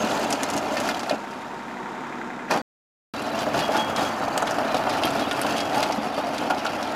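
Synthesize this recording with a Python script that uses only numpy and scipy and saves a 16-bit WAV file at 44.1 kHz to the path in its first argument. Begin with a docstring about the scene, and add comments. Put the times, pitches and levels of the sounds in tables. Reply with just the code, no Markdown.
"""In an open field, a three-cylinder diesel tractor drags a rotary tiller through dry soil.
The microphone is just behind its steel hood: clods ring shared hood modes and crumbs hiss as filtered impacts.
Stones crack as decaying grit and a steel part squeals now and then on thin, fluttering tones.
For a moment the blades run free and the engine, a pattern repeated by crank angle, speeds up.
Just after the blades bite again the sound drops out for half a second."""
import sys
import numpy as np
from scipy import signal
from scipy.fft import rfft, irfft, next_fast_len
from scipy.io import wavfile
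from scipy.ndimage import map_coordinates

SR = 44100
rng = np.random.default_rng(int(sys.argv[2]) if len(sys.argv) > 2 else 0)


def generate_wav(sig):
    """Save sig (samples, or channels by samples) to the path in sys.argv[1] as 16-bit PCM at SR."""
    pcm = np.round(np.clip(np.atleast_2d(sig).T, -1, 1) * 32767).astype(np.int16)
    wavfile.write(sys.argv[1], SR, pcm)


N = 306495
TIME = np.arange(N) / SR
RING_TIME = TIME[:SR // 8]  # time axis of one blow, an eighth of a second

# loose earth booming under the hood, spectrum: f/Hz, relative level/dB
EARTH_SPECTRUM = [(40, -55.5), (90, -28), (140, -10), (185, -6), (218, 0.5), (250, 0), (290, 4), (340, -4),
                  (430, -4.5), (700, -52)]
# clods on steel, spectrum: f/Hz, relative level/dB
THUD_SPECTRUM = [(80, -36.5), (250, -9), (420, -9.5), (530, -4.5), (680, -1), (810, -2.5), (1020, -8.5),
                 (1350, -10), (1900, -21), (3000, -20.5), (5000, -60)]
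# dry crumbs spattering, spectrum: f/Hz, relative level/dB
CRUMB_SPECTRUM = [(700, -35), (1400, 4), (2000, -6), (2800, -0.5), (3800, -5.5), (4900, -2.5),
                  (6600, -10.5), (8700, -17.5), (10800, -14.5), (12800, -22), (15500, -27.5)]


def amp(db):
    """Decibels to gain."""
    return np.exp(np.asarray(db) * np.log(10) / 20)


def unit(x):
    """x at rms 1."""
    return x / np.sqrt(np.mean(x ** 2) + 1e-20)


def curves(rows):
    """One value per sample for each column after the time."""
    s, *cols = np.transpose(rows)
    return [np.interp(TIME, s, c) for c in cols]


def wobble(rate):
    """A smooth random curve, rate knots a second."""
    steps = np.arange(0, N + 64, 64) / SR
    knots = rng.standard_normal(int(N * rate / SR) + 4)
    return np.interp(TIME, steps, map_coordinates(knots, [steps * rate]))


def filtered(x, response):
    """x times a complex response of frequency."""
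    m = 2 * next_fast_len(len(x) // 2 + 4096)
    return irfft(rfft(x, m) * response(np.fft.rfftfreq(m, 1 / SR)), m)[:len(x)]


def coloured(x, points):
    """x through a causal (minimum-phase) filter with the gain of the (Hz, dB) points."""
    def response(hz):
        f, db = np.transpose(points)
        gain = amp(np.interp(np.log(hz + 1), np.log(f + 1), db))
        cepstrum = irfft(np.log(gain))
        half = len(cepstrum) // 2
        cepstrum[1:half] *= 2
        cepstrum[half + 1:] = 0
        return np.exp(rfft(cepstrum))
    return filtered(x, response)


def resonate(x, modes):
    """x through parallel (Hz, width Hz, dB) resonances of alternating sign."""
    def response(f):
        total = 0
        for k, (centre, width, db) in enumerate(modes):
            damping = 1j * f * width
            total = total + (-1) ** k * amp(db) * damping / (centre * centre - f * f + damping)
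        return total
    return filtered(x, response)


def pelting(rate, spread_db):
    """Impacts at random moments, rate a second on average, of random sign and size."""
    hit = rng.random(N) < rate / SR
    size = amp(spread_db * np.minimum(rng.standard_normal(N), 2))
    return unit(hit * rng.choice([-1, 1], N) * size)


def add(track, s, sound):
    """Mix a sound in at s seconds."""
    start = round(s * SR)
    sound = sound[max(-start, 0):]
    part = track[max(start, 0):][:len(sound)]
    part += sound[:len(part)]


def tractor():
    """The same small impacts return in every engine cycle, and one cylinder knocks harder than the others."""
    # engine speed: t/s, firings per second
    speed_rows = [(0, 31.2), (.55, 31.0), (.9, 31.4), (1.15, 33.9), (1.4, 34.25), (1.75, 33.85),
                  (2.48, 33.7), (2.62, 32), (3.14, 31.05), (3.6, 31.25), (4.7, 31.1), (5.35, 31.5),
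                  (5.95, 31.1), (6.55, 31.5), (6.95, 31.6)]
    # engine: t/s, level/dB, diesel knock relative to it/dB
    engine_rows = [(0, -30.5, -29), (.9, -32.5, -10), (1.4, -33.5, -19), (1.7, -33.5, -12),
                   (2.05, -31.5, -13.5), (2.48, -33.5, -9.5), (3.14, -36, -12.5), (6.95, -36, -16)]
    speed, = curves(speed_rows)
    level_db, knock_db = curves(engine_rows)
    cycles = np.cumsum(speed * (1 + .0008 * wobble(10))) / (SR * 3)  # three firings a cycle
    cycles = cycles - np.interp(2.036, TIME, cycles)  # the hardest cylinder fires at this moment
    angle = cycles % 1
    firing = np.exp(-(3 * cycles % 1) / .4)
    valves = np.exp(-(12 * cycles % 1) / .3)
    load = np.clip((33.6 - speed) / 2.1, 0, 1)  # the slower the engine, the higher the load
    clatter = engine_clatter(angle, firing, valves, load)
    knock = diesel_knock(angle, firing, valves)
    return amp(level_db) * (clatter + amp(knock_db) * knock) + engine_tones(cycles, load)


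def engine_clatter(angle, firing, valves, load):
    """Impacts fixed to the crank angle, mixed with random ones, shake the block and ring the casing."""
    # engine and gearbox clatter, spectrum: f/Hz, relative level/dB
    block_spectrum = [(53, -52), (90, -24.5), (140, -15), (245, -1.5), (380, -4), (527, -11), (880, -3.5),
                      (1100, -7.5), (1800, -13.5), (2400, -19), (2900, -24), (3750, -22.5), (4200, -30.5),
                      (7200, -33.5), (8600, -40.5), (15500, -52.5)]
    # casing resonances: f/Hz, width/Hz, relative level/dB
    casing_modes = [(254, 65, -8), (903, 49, 0), (1370, 220, 1), (1800, 380, 1.5), (2440, 100, -5),
                    (3600, 500, -2), (7000, 670, -0.5)]
    drive = unit(1.5 + 0.64 * firing + .5 * valves)
    spectrum = amp(2 * rng.standard_normal(size=2049)) * np.exp(2j * np.pi * rng.random(size=2049))
    pattern = unit(irfft(spectrum))  # each impact has its own crank angle
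    repeating = pattern[(angle * len(pattern)).astype(int)]
    scatter = 0.92 + 0.48 * load  # random part: running free, added by load

    def rattle():
        impacts = repeating + scatter * rng.standard_normal(N)
        return coloured(drive / np.hypot(1, scatter) * impacts, block_spectrum)

    return amp(-2.6) * unit(rattle()) + amp(-15.5) * unit(resonate(rattle(), casing_modes))


def diesel_knock(angle, firing, valves):
    """Each firing sets off a fading burst of noise; once a cycle a longer one makes it harder."""
    hardest = np.exp(-angle / .21)  # fades with this share of an engine cycle as time constant
    others = 0.94 * firing
    bursts = (hardest + others) * (0.65 + valves) * rng.standard_normal(N)
    return unit(coloured(bursts, [(800, -28.5), (1400, 4.0), (2050, 3), (2250, -5), (2480, 0.5),
                                  (2750, -24.5), (5000, -49.0)]))


def engine_tones(cycles, load):
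    """Exhaust and gear tones locked to the engine cycle; load shifts their levels and roughens them."""
    # exhaust and gear tones: multiple of the engine cycle, mean level/dB running free, under load
    tone_rows = [(3.03, -66, -86.5), (6.04, -66.5, -60), (9, -65, -57), (13.03, -57, -58.5),
                 (18.16, -50.5, -64.5), (21, -50.5, -46.5), (21.95, -48.5, -47.5), (26.07, -58, -46),
                 (28.04, -58.5, -43), (32.65, -52, -57), (43.1, -54, -57.5), (55.3, -57.5, -55),
                 (58.8, -62, -49), (65.5, -52, -59.5), (80.6, -45.5, -55.5), (82.1, -47, -56.5),
                 (87.2, -55, -56.5), (124.7, -54, -59.5)]
    smear_rad = 0.35 + 0.65 * load  # phase unsteadiness: running free, added by load
    tones = np.zeros(N)
    for order, free_db, loaded_db in tone_rows:
        level_db = free_db + load * (loaded_db - free_db) + 1.6 * wobble(7.1)
        phase = 2 * np.pi * (order * cycles + rng.random()) + smear_rad * wobble(18)
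        tones += np.sqrt(2) * amp(level_db) * np.sin(phase)
    return tones


def soil():
    """Earth booms and clods drum on the hood while dry crumbs spatter it and lumps land behind it."""
    # what reaches the microphone from place to place: t/s, lumps landing on the tilled bed/dB,
    # spray from the hood's open side/dB, drumming of the hood/dB, ring of the side plate/dB,
    # ground rumble/dB (all relative levels)
    place_rows = [(0, -29, -3, -2.5, -4, -20.5), (1.1, -31, -7.5, -4.5, -2, -21),
                  (2.55, -4, -14.5, -0.5, -8, -28), (3.2, -14, -17, -1.5, -23, -16),
                  (3.75, -4.5, -7.5, 1, -27, -14), (4.45, -3.5, -5, 1, -19, -16),
                  (5.15, -9.5, -24, -0.5, -27, -17.5), (5.5, -17, -8.5, 0, -29, -17),
                  (6.95, -9, -27, 0.5, -13, -22.5)]
    earth_gain, clod_gain, crumb_gain = soil_flow()
    bed_db, spray_db, drum_db, plate_db, rumble_db = curves(place_rows)
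    lumps = wobble(40)  # the blades throw soil in uneven handfuls
    clods = (amp(drum_db) * hood_drumming(lumps) + amp(bed_db) * landing_lumps()
             + amp(plate_db) * side_plate() + amp(rumble_db) * ground_rumble(lumps))
    grit = crumbs_and_grit(lumps, spray_db)
    return amp(-1.0) * earth_gain * earth_boom(lumps) + clod_gain * clods + crumb_gain * grit


def soil_flow():
    """Gains of earth, clods and crumbs: all follow the flow of soil, and heaps swell them."""
    # soil passing the blades; they lift clear, run free and bite again: t/s, level/dB
    flow_rows = [(0, -26.5), (.6, -29), (.92, -27.5), (1, -34.5), (1.13, -33.5), (1.2, -41), (1.55, -44.5),
                 (2.48, -61), (2.51, -24), (2.57, -28.5), (2.62, -41), (3.14, -31), (3.7, -30.5),
                 (4.15, -32), (4.9, -28), (5.7, -29.5), (6.3, -30.5), (6.95, -31.5)]
    # a heap of soil bursts against the hood: t/s at its height, swell of the crumbs/dB
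    heap_rows = [(3.395, 4.5), (3.599, 8), (3.769, 7), (4.02, 7), (4.48, 1.5), (5.2, 2.5), (5.49, 6),
                 (5.6, 2.5), (5.79, 8)]
    rise_s, fall_s = 0.049, 0.052
    flow_db, = curves(flow_rows)
    flow_db = flow_db - 0.15 * wobble(4.8)
    usual_db = np.median(flow_db)
    heap_db = np.zeros(N)
    t = np.arange(-SR // 4, SR // 4) / SR
    for s, db in heap_rows:
        swell = np.exp(-(t / np.where(t < 0, rise_s, fall_s)) ** 2)
        add(heap_db, s + t[0], db * swell)
    change_db = flow_db - usual_db
    clods_db = change_db + 0.57 * heap_db  # clods follow only part of a heap's swell
    earth_db = -7 + 1.25 * clods_db  # dB of earth per dB of clods
    crumbs_db = -9.5 + .95 * change_db + heap_db
    return amp(usual_db + np.array([earth_db, clods_db, crumbs_db]))


def hood_drumming(lumps):
    """Clods hit the steel with dull thuds and set the hood's own modes ringing."""
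    thud = unit(coloured(pelting(rate=2500, spread_db=2.0) * amp(1.3 * lumps), THUD_SPECTRUM))
    blows = coloured(pelting(rate=600, spread_db=0.5), THUD_SPECTRUM)
    ringing = drummed(blows, hz=800, octaves=1.9)
    return amp(-1.0) * thud + amp(-4.5) * ringing


def drummed(impacts, hz, octaves):
    """Impacts ring the hood; the spot where they land shifts every third of a second."""
    track, step = np.zeros(N), SR // 3
    for start in range(0, N, step):
        ring = unit(hood_ring(hz, octaves))
        add(track, start / SR, signal.fftconvolve(impacts[start:start + step], ring))
    return unit(track)


def hood_ring(hz, octaves):
    """One blow's ringing; where it lands sets the strengths, and modes near hz speak most."""
    # modes of the sheet steel hood: mean f/Hz, mean relative level/dB, t60/s
    hood_modes = [(223.4, 0.5, 0.22), (308, -2.5, 0.11), (510.4, 0.5, 0.098), (608, 1.5, 0.14),
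                  (650, -3.5, 0.23), (684, 1, 0.17), (744, 1.5, .12), (809.6, -1, 0.16), (861, -3.5, 0.31),
                  (910, -7.5, 0.2), (1073, -12, 0.067), (1184, -0.5, 0.042), (1338, -2.5, .1),
                  (1431, 0, 0.11), (1700, -8, 0.056), (1800, 0, 0.07), (2126, -2.5, .1), (2470, -2, 0.13),
                  (2657, -2.5, 0.14), (2873, -0.5, .08), (3214, -2, .13), (3490, -6, 0.12), (3795, -7, .12),
                  (4020, 0, 0.091), (4600, 1, 0.12)]
    mode, db, t60 = np.transpose(hood_modes)[:, :, None]
    # caked soil shifts the modes by this share from blow to blow
    mode = mode * np.exp(0.0076 * rng.standard_normal(mode.shape))
    nearness = np.exp(-(np.log2(mode / hz) / octaves) ** 2)
    strength = nearness * amp(db + 4.0 * rng.standard_normal(mode.shape))
    waves = np.sin(2 * np.pi * (mode * RING_TIME + rng.random(mode.shape)))
    return np.sum(strength * amp(-60 * RING_TIME / t60) * waves, axis=0)


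def earth_boom(lumps):
    """Loose earth booms under the hood: uneven impacts through a low, broad filter."""
    return unit(coloured(pelting(rate=700, spread_db=3.5) * amp(2.7 * lumps), EARTH_SPECTRUM))


def crumbs_and_grit(lumps, spray_db):
    """Showers of crumbs spatter, rattle and tinkle on the hood; blades scrape and gravel ticks."""
    # thin ring of blades in grit: f/Hz, width/Hz, relative level/dB
    scrape_modes = [(12650, 70, 1.5), (13290, 70, 5), (13860, 110, 2.5), (14720, 50, -5.5), (15250, 80, -4)]
    # spray from the hood's open side: f/Hz, width/Hz, relative level/dB
    spray_modes = [(6240, 330, 2), (7300, 910, -2)]
    showers = amp(1.5 * lumps + 1.8 * wobble(90))
    spatter = unit(coloured(pelting(rate=2200, spread_db=-1.5) * showers, CRUMB_SPECTRUM))
    spray = unit(resonate(pelting(rate=920, spread_db=1.5) * showers, spray_modes))
    rattle = chips(rate=380, centre_hz=2800, spread=.5, t60=0.02, spread_db=2.5)
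    tinkle = drummed(pelting(rate=260, spread_db=1.0), hz=2300, octaves=1.6)
    scrape = unit(resonate(amp(3 * wobble(8)) * rng.standard_normal(N), scrape_modes))
    crunch = dry_crunch(rate=60, t60=.03, spread_db=2.5)
    on_hood = amp(-3.5) * spatter + amp(-3.5) * rattle + amp(-5.5) * tinkle
    loose = amp(-5.5) * crunch + amp(spray_db - 6) * spray
    on_blades = amp(-30) * scrape + amp(-24) * gravel_ticks()
    return on_hood + loose + on_blades


def chips(rate, centre_hz, spread, t60, spread_db):
    """Small stones and hard crumbs, each with a short ring at its own pitch."""
    t = TIME[:SR // 45]
    count = int(rate * N / SR)
    when, pitch, size, life = rng.standard_normal((count, 4)).T
    start = (np.abs(when) * 1000 % 1 * N).astype(int)  # scattered evenly over the whole scene
    hz = np.clip(centre_hz * np.exp(spread * pitch), 900, 14000)
    gain = amp(spread_db * np.minimum(size, 2)) * np.minimum(1, centre_hz / hz)
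    decay = amp(-60 * t / (t60 * np.exp(0.72 * life))[:, None])
    rings = gain[:, None] * decay * np.sin(2 * np.pi * hz[:, None] * t)
    places = start[:, None] + np.arange(len(t))
    return unit(np.bincount(places.ravel(), rings.ravel(), N)[:N])


def dry_crunch(rate, t60, spread_db):
    """Small dry clods split one by one, each in a short burst of grit."""
    power = signal.fftconvolve(pelting(rate, spread_db) ** 2, amp(-60 * RING_TIME / t60) ** 2)[:N]
    return unit(coloured(np.sqrt(np.abs(power)) * rng.standard_normal(N), CRUMB_SPECTRUM))


def gravel_ticks():
    """Sharp bits of gravel glance off the blades: sparse, very bright, short bursts."""
    hits = np.abs(pelting(rate=12, spread_db=5.0))
    bursts = signal.fftconvolve(hits, amp(-60 * RING_TIME / 0.03))[:N]  # t60 0.03 s
    band = [(9100, 7000, 0)]
    return unit(resonate(resonate(bursts * rng.standard_normal(N), band), band))


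def landing_lumps():
    """Lumps break on the loose soil of the tilled bed: filtered impacts in uneven handfuls."""
    # lumps breaking on loose soil, spectrum: f/Hz, relative level/dB
    bed_spectrum = [(500, -31), (900, 4), (1080, 4), (1550, 0.5), (1800, -1.5), (2050, -12.5), (4000, -42)]
    return unit(coloured(pelting(rate=900, spread_db=1.5) * amp(1.5 * wobble(50)), bed_spectrum))


def side_plate():
    """Impacts ring the narrow resonances of the side plate."""
    # side plate resonances: f/Hz, width/Hz, relative level/dB
    plate_modes = [(580, 70, 1), (750, 48, 3), (886, 50, -0.5), (952, 66, 0), (1352, 110, -7),
                   (1800, 38, -10.5), (2060, 38, -14)]
    return unit(resonate(pelting(rate=2100, spread_db=1.0), plate_modes))


def ground_rumble(lumps):
    """Blades pound the ground: uneven impacts through a very low filter."""
    # blades pounding the ground, spectrum: f/Hz, relative level/dB
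    rumble_spectrum = [(30, -33), (60, -13), (90, -1.5), (135, 2.5), (175, -1), (300, -32)]
    return unit(coloured(pelting(rate=410, spread_db=0.5) * amp(2.0 * lumps), rumble_spectrum))


def knocks():
    """A heavy clod rings the hood with one blow as it crumbles against it."""
    # heavy clods against the hood: t/s, level/dB before a cut of 19 dB, ring pitch f/Hz
    knock_rows = [(.036, -14.5, 317), (.111, -18, 670), (.322, -22, 690), (.561, -18, 684),
                  (.736, -19, 750), (.889, -27, 895), (.912, -27, 650), (1.031, -20, 900),
                  (1.108, -9.5, 580), (1.125, -15, 294), (1.132, -16.5, 631), (2.508, -17, 690),
                  (2.535, -17, 562), (2.553, -13, 350), (2.572, -15.5, 620), (2.595, -25, 506),
                  (3.273, -18, 676), (3.304, -16.5, 864), (3.466, -12, 490), (3.543, -12.5, 750),
                  (3.688, -9.5, 690), (3.746, -17, 1180), (3.78, -19, 297), (3.985, -11.5, 800),
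                  (4.205, -16.5, 263), (4.225, -16.5, 970), (4.278, -12.5, 800), (4.357, -14, 1010),
                  (4.423, -10.5, 840), (4.469, -19, 867), (4.583, -11.5, 760), (4.645, -16, 290),
                  (4.744, -10.5, 643), (4.79, -14.5, 700), (4.87, -12.5, 700), (4.957, -19, 1010),
                  (5.016, -14.5, 755), (5.07, -17, 1300), (5.311, -18, 1300), (5.446, -13, 616),
                  (5.544, -13, 586), (5.718, -14, 800), (5.771, -16, 692), (5.823, -14, 780),
                  (5.9, -14, 800), (5.98, -15.5, 284), (6.178, -11.5, 714), (6.413, -19, 332),
                  (6.503, -8, 920), (6.534, -21, 800), (6.654, -14, 1400)]
    track, t = np.zeros(N), RING_TIME
    for s, db, hz in knock_rows:
        crumble = rng.standard_normal(len(t)) * amp(-60 * t / 0.091)  # t60 0.091 s
        ring = hood_ring(hz, 0.54) * (1 - np.exp(-t * hz / .4))  # soft onset
        thump = resonate(coloured(crumble, THUD_SPECTRUM), [(hz, 2.3 * hz, 0)])
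        boom = amp(-0.5) * (300 / hz) * unit(coloured(crumble, EARTH_SPECTRUM))
        blow = unit(ring) + amp(-2.5) * unit(thump) + boom
        add(track, s, amp(db - 19.0) * unit(blow))
    return track


def stones():
    """A stone cracks with its own pitches, skips once and sheds grit, chatters and rings the hood."""
    # stones against blades and hood: t/s, level/dB before a cut of 22 dB, centre f/Hz, crack t60/s,
    # relative level of the hood ring/dB, ring pitch f/Hz
    stone_rows = [(.11, -23, 3600, .06, -8, 2600), (.217, -29, 4600, .04, -12, 2600),
                  (0.241, -25, 6500, 0.042, -12, 2600), (0.3045, -20.5, 7200, 0.042, -16, 2600),
                  (0.326, -13, 5700, 0.046, -14, 2000), (.355, -30, 2830, .04, -6, 2600),
                  (0.4325, -14, 6000, 0.033, -7, 1700), (0.501, -19, 5970, 0.06, -12, 2300),
                  (0.536, -22.5, 6660, .06, -20, 2600), (0.5655, -23, 6870, .03, -16, 2600),
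                  (.5765, -17.5, 6000, 0.073, -10, 2400), (0.769, -14.5, 4400, .09, 11, 1830),
                  (.78, -22, 4000, 0.082, 11, 1900), (0.801, -21, 6050, 0.032, -8, 2100),
                  (0.874, -24, 5030, 0.045, -10, 2600), (0.889, -13, 4420, 0.062, 8, 1680),
                  (0.901, -24, 3450, .09, -2, 1800), (.945, -23, 3000, .06, -6, 2600),
                  (.994, -22, 5000, 0.077, -14, 2600), (1.032, -25.5, 4000, .06, -6, 2000),
                  (1.0956, -15.5, 3900, 0.06, 3, 1800), (1.11, -18.5, 3180, 0.058, 9, 1800),
                  (1.312, -37, 4500, .07, -5, 3000), (2.5085, -12.5, 4570, .08, 9, 1900),
                  (2.537, -21.5, 5160, 0.11, 3, 2100), (2.573, -24.5, 5340, 0.15, 5, 2000),
                  (3.2214, -29, 7000, .03, -20, 2600), (3.3903, -23, 5530, .08, -16, 2600),
                  (3.542, -16.5, 2800, 0.06, 13, 1400), (3.591, -19, 2780, .1, -5, 2800),
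                  (3.9624, -17.5, 3900, .06, -5, 2980), (3.985, -19, 2800, .05, 16, 1400),
                  (4.3768, -14, 7000, 0.032, -20, 2800), (4.423, -17, 6450, 0.038, 9, 1400),
                  (4.472, -17.5, 3100, .1, -4, 2900), (4.5087, -21, 5500, 0.065, -18, 2600),
                  (4.585, -19.5, 2800, 0.055, 8, 1400), (4.744, -17.5, 4140, 0.13, 5, 3000),
                  (4.768, -22.5, 4400, 0.087, -4, 2800), (4.895, -17.5, 4000, 0.29, -13, 2600),
                  (5.035, -11.5, 3300, 0.035, 11, 3100), (5.053, -18.5, 11700, 0.027, -25, 2600),
                  (5.07, -21, 3600, .08, 5, 2900), (5.104, -28, 7000, .06, -10, 2600),
                  (5.3121, -12, 3260, 0.096, 7, 1500), (5.327, -28, 8000, .04, -6, 2600),
                  (5.415, -15.5, 9700, 0.02, -27, 2600), (5.581, -17, 3300, 0.078, -6, 2600),
                  (5.604, -18, 4500, .08, -10, 3200), (5.722, -31, 3300, .06, 7, 2600),
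                  (5.828, -11, 3900, 0.091, 1, 1700), (5.923, -20, 4770, .06, -16, 2600),
                  (6.183, -28, 3600, .07, -2, 2800), (6.381, -20.5, 3600, 0.082, -8, 2700),
                  (6.5, -14, 4400, .06, 17, 1400), (6.507, -12.5, 3000, .03, 12, 1210),
                  (6.592, -27, 4200, .06, -6, 2900), (6.651, -26.5, 6000, .05, -16, 2600),
                  (6.664, -16.5, 3670, 0.087, 5.5, 3150), (6.827, -21.5, 3970, 0.097, -10, 2600)]
    track = np.zeros(N)
    for s, db, hz, t60, ring_db, ring_hz in stone_rows:
        crack = stone_crack(hz, t60)
        ring = amp(ring_db) * stone_chatter(ring_hz)
        add(track, s, amp(db - 22.0) * unit(crack + ring))
    # the hood muffles the very top
    return filtered(track, lambda hz: 1 / np.sqrt(1 + (hz / 12000) ** 8))


def stone_crack(hz, t60):
    """A brief broad snap, then decaying grit through a band and five random resonances."""
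    t = RING_TIME
    skip = t - rng.uniform(0.0016, .009)  # time since the stone skipped
    contact = amp(-60 * t / t60) + 0.8 * amp(-60 * t / 0.016)
    contact += .5 * (skip > 0) * amp(-60 * np.abs(skip) / 0.024)
    grit = contact * rng.standard_normal(len(t))
    pitches = np.minimum(hz * np.exp(0.24 * rng.standard_normal(size=5)), 11500)
    body = unit(resonate(grit, [(pitch, .1 * pitch, 0) for pitch in pitches]))
    band = [(hz, 0.45 * hz, 0)]
    split = amp(-60 * t / 0.024) * rng.standard_normal(len(t))
    snap = unit(resonate(split, [(hz, 1.7 * hz, 0)]))
    core = unit(resonate(resonate(grit, band), band))
    shed = unit(coloured(grit, CRUMB_SPECTRUM))
    return amp(-5.5) * snap + amp(-1.0) * core + amp(-6.0) * body + amp(2.5) * shed


def stone_chatter(ring_hz):
    """A first strike and small, fading rebounds all ring the hood."""
    t = RING_TIME
    rebounds = (rng.random(len(t)) < 150 / SR) * rng.standard_normal(len(t))  # 150 a second
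    strikes = (t == 0) + 0.29 * rebounds * amp(-60 * t / 0.07)  # t60 0.07 s
    return unit(signal.fftconvolve(strikes, hood_ring(ring_hz, 0.51))[:len(t)])


def squeal():
    """Rubbing steel catches quickly, flutters on a thin tone at its own pitch, with two faint high modes above."""
    # steel rubbing on steel: t/s at its height, level/dB, rise time constant/s, fall/s, pitch f/Hz
    squeal_rows = [(.008, -39, .02, .018, 6450), (3.625, -40, .014, .05, 2870),
                   (3.636, -34, .011, .05, 3297), (3.792, -30, 0.014, 0.064, 3297),
                   (3.977, -35, .007, .025, 3297), (4.062, -39, .01, .032, 3297),
                   (5.05, -39, .008, .04, 3220), (5.228, -37, .012, .028, 3297),
                   (5.61, -38, .01, 0.055, 3297), (5.8, -45, 0.05, .08, 3297)]
    # high modes that sound with every squeal: f/Hz, relative level/dB
    top_modes = [(13950, -34), (14645, -29)]

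    def tone(hz):
        flutter = 0.4 * np.sqrt(hz / 3300) * wobble(50)
        return np.sqrt(2) * amp(1.3 * wobble(45)) * np.sin(2 * np.pi * hz * TIME + flutter)

    track, rubbing = np.zeros(N), np.zeros(N)
    for s, db, rise, fall, hz in squeal_rows:
        distance = np.maximum((s - TIME) / rise, (TIME - s) / fall)
        rub = amp(db) * np.exp(-np.minimum(distance, 20))
        track += rub * tone(hz)
        rubbing += rub
    return track + rubbing * sum(amp(db) * tone(hz) for hz, db in top_modes)


def scene():
    """Tractor and tiller in the open field."""
    return (tractor() + soil() + knocks() + stones() + squeal())[None]


def record(dry):
    """The sound cuts out for half a second; nothing is kept above the band limit."""
    # silent stretch: start t/s, end t/s
    dropout = (2.6175, 3.138)
    top_hz = 15600
    live = (TIME < dropout[0]) | (TIME > dropout[1])
    return filtered(dry[0] * live, lambda hz: np.clip((top_hz - hz) / 200 + .5, 0, 1))[None]


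dry = scene()
out = record(dry)
generate_wav(out)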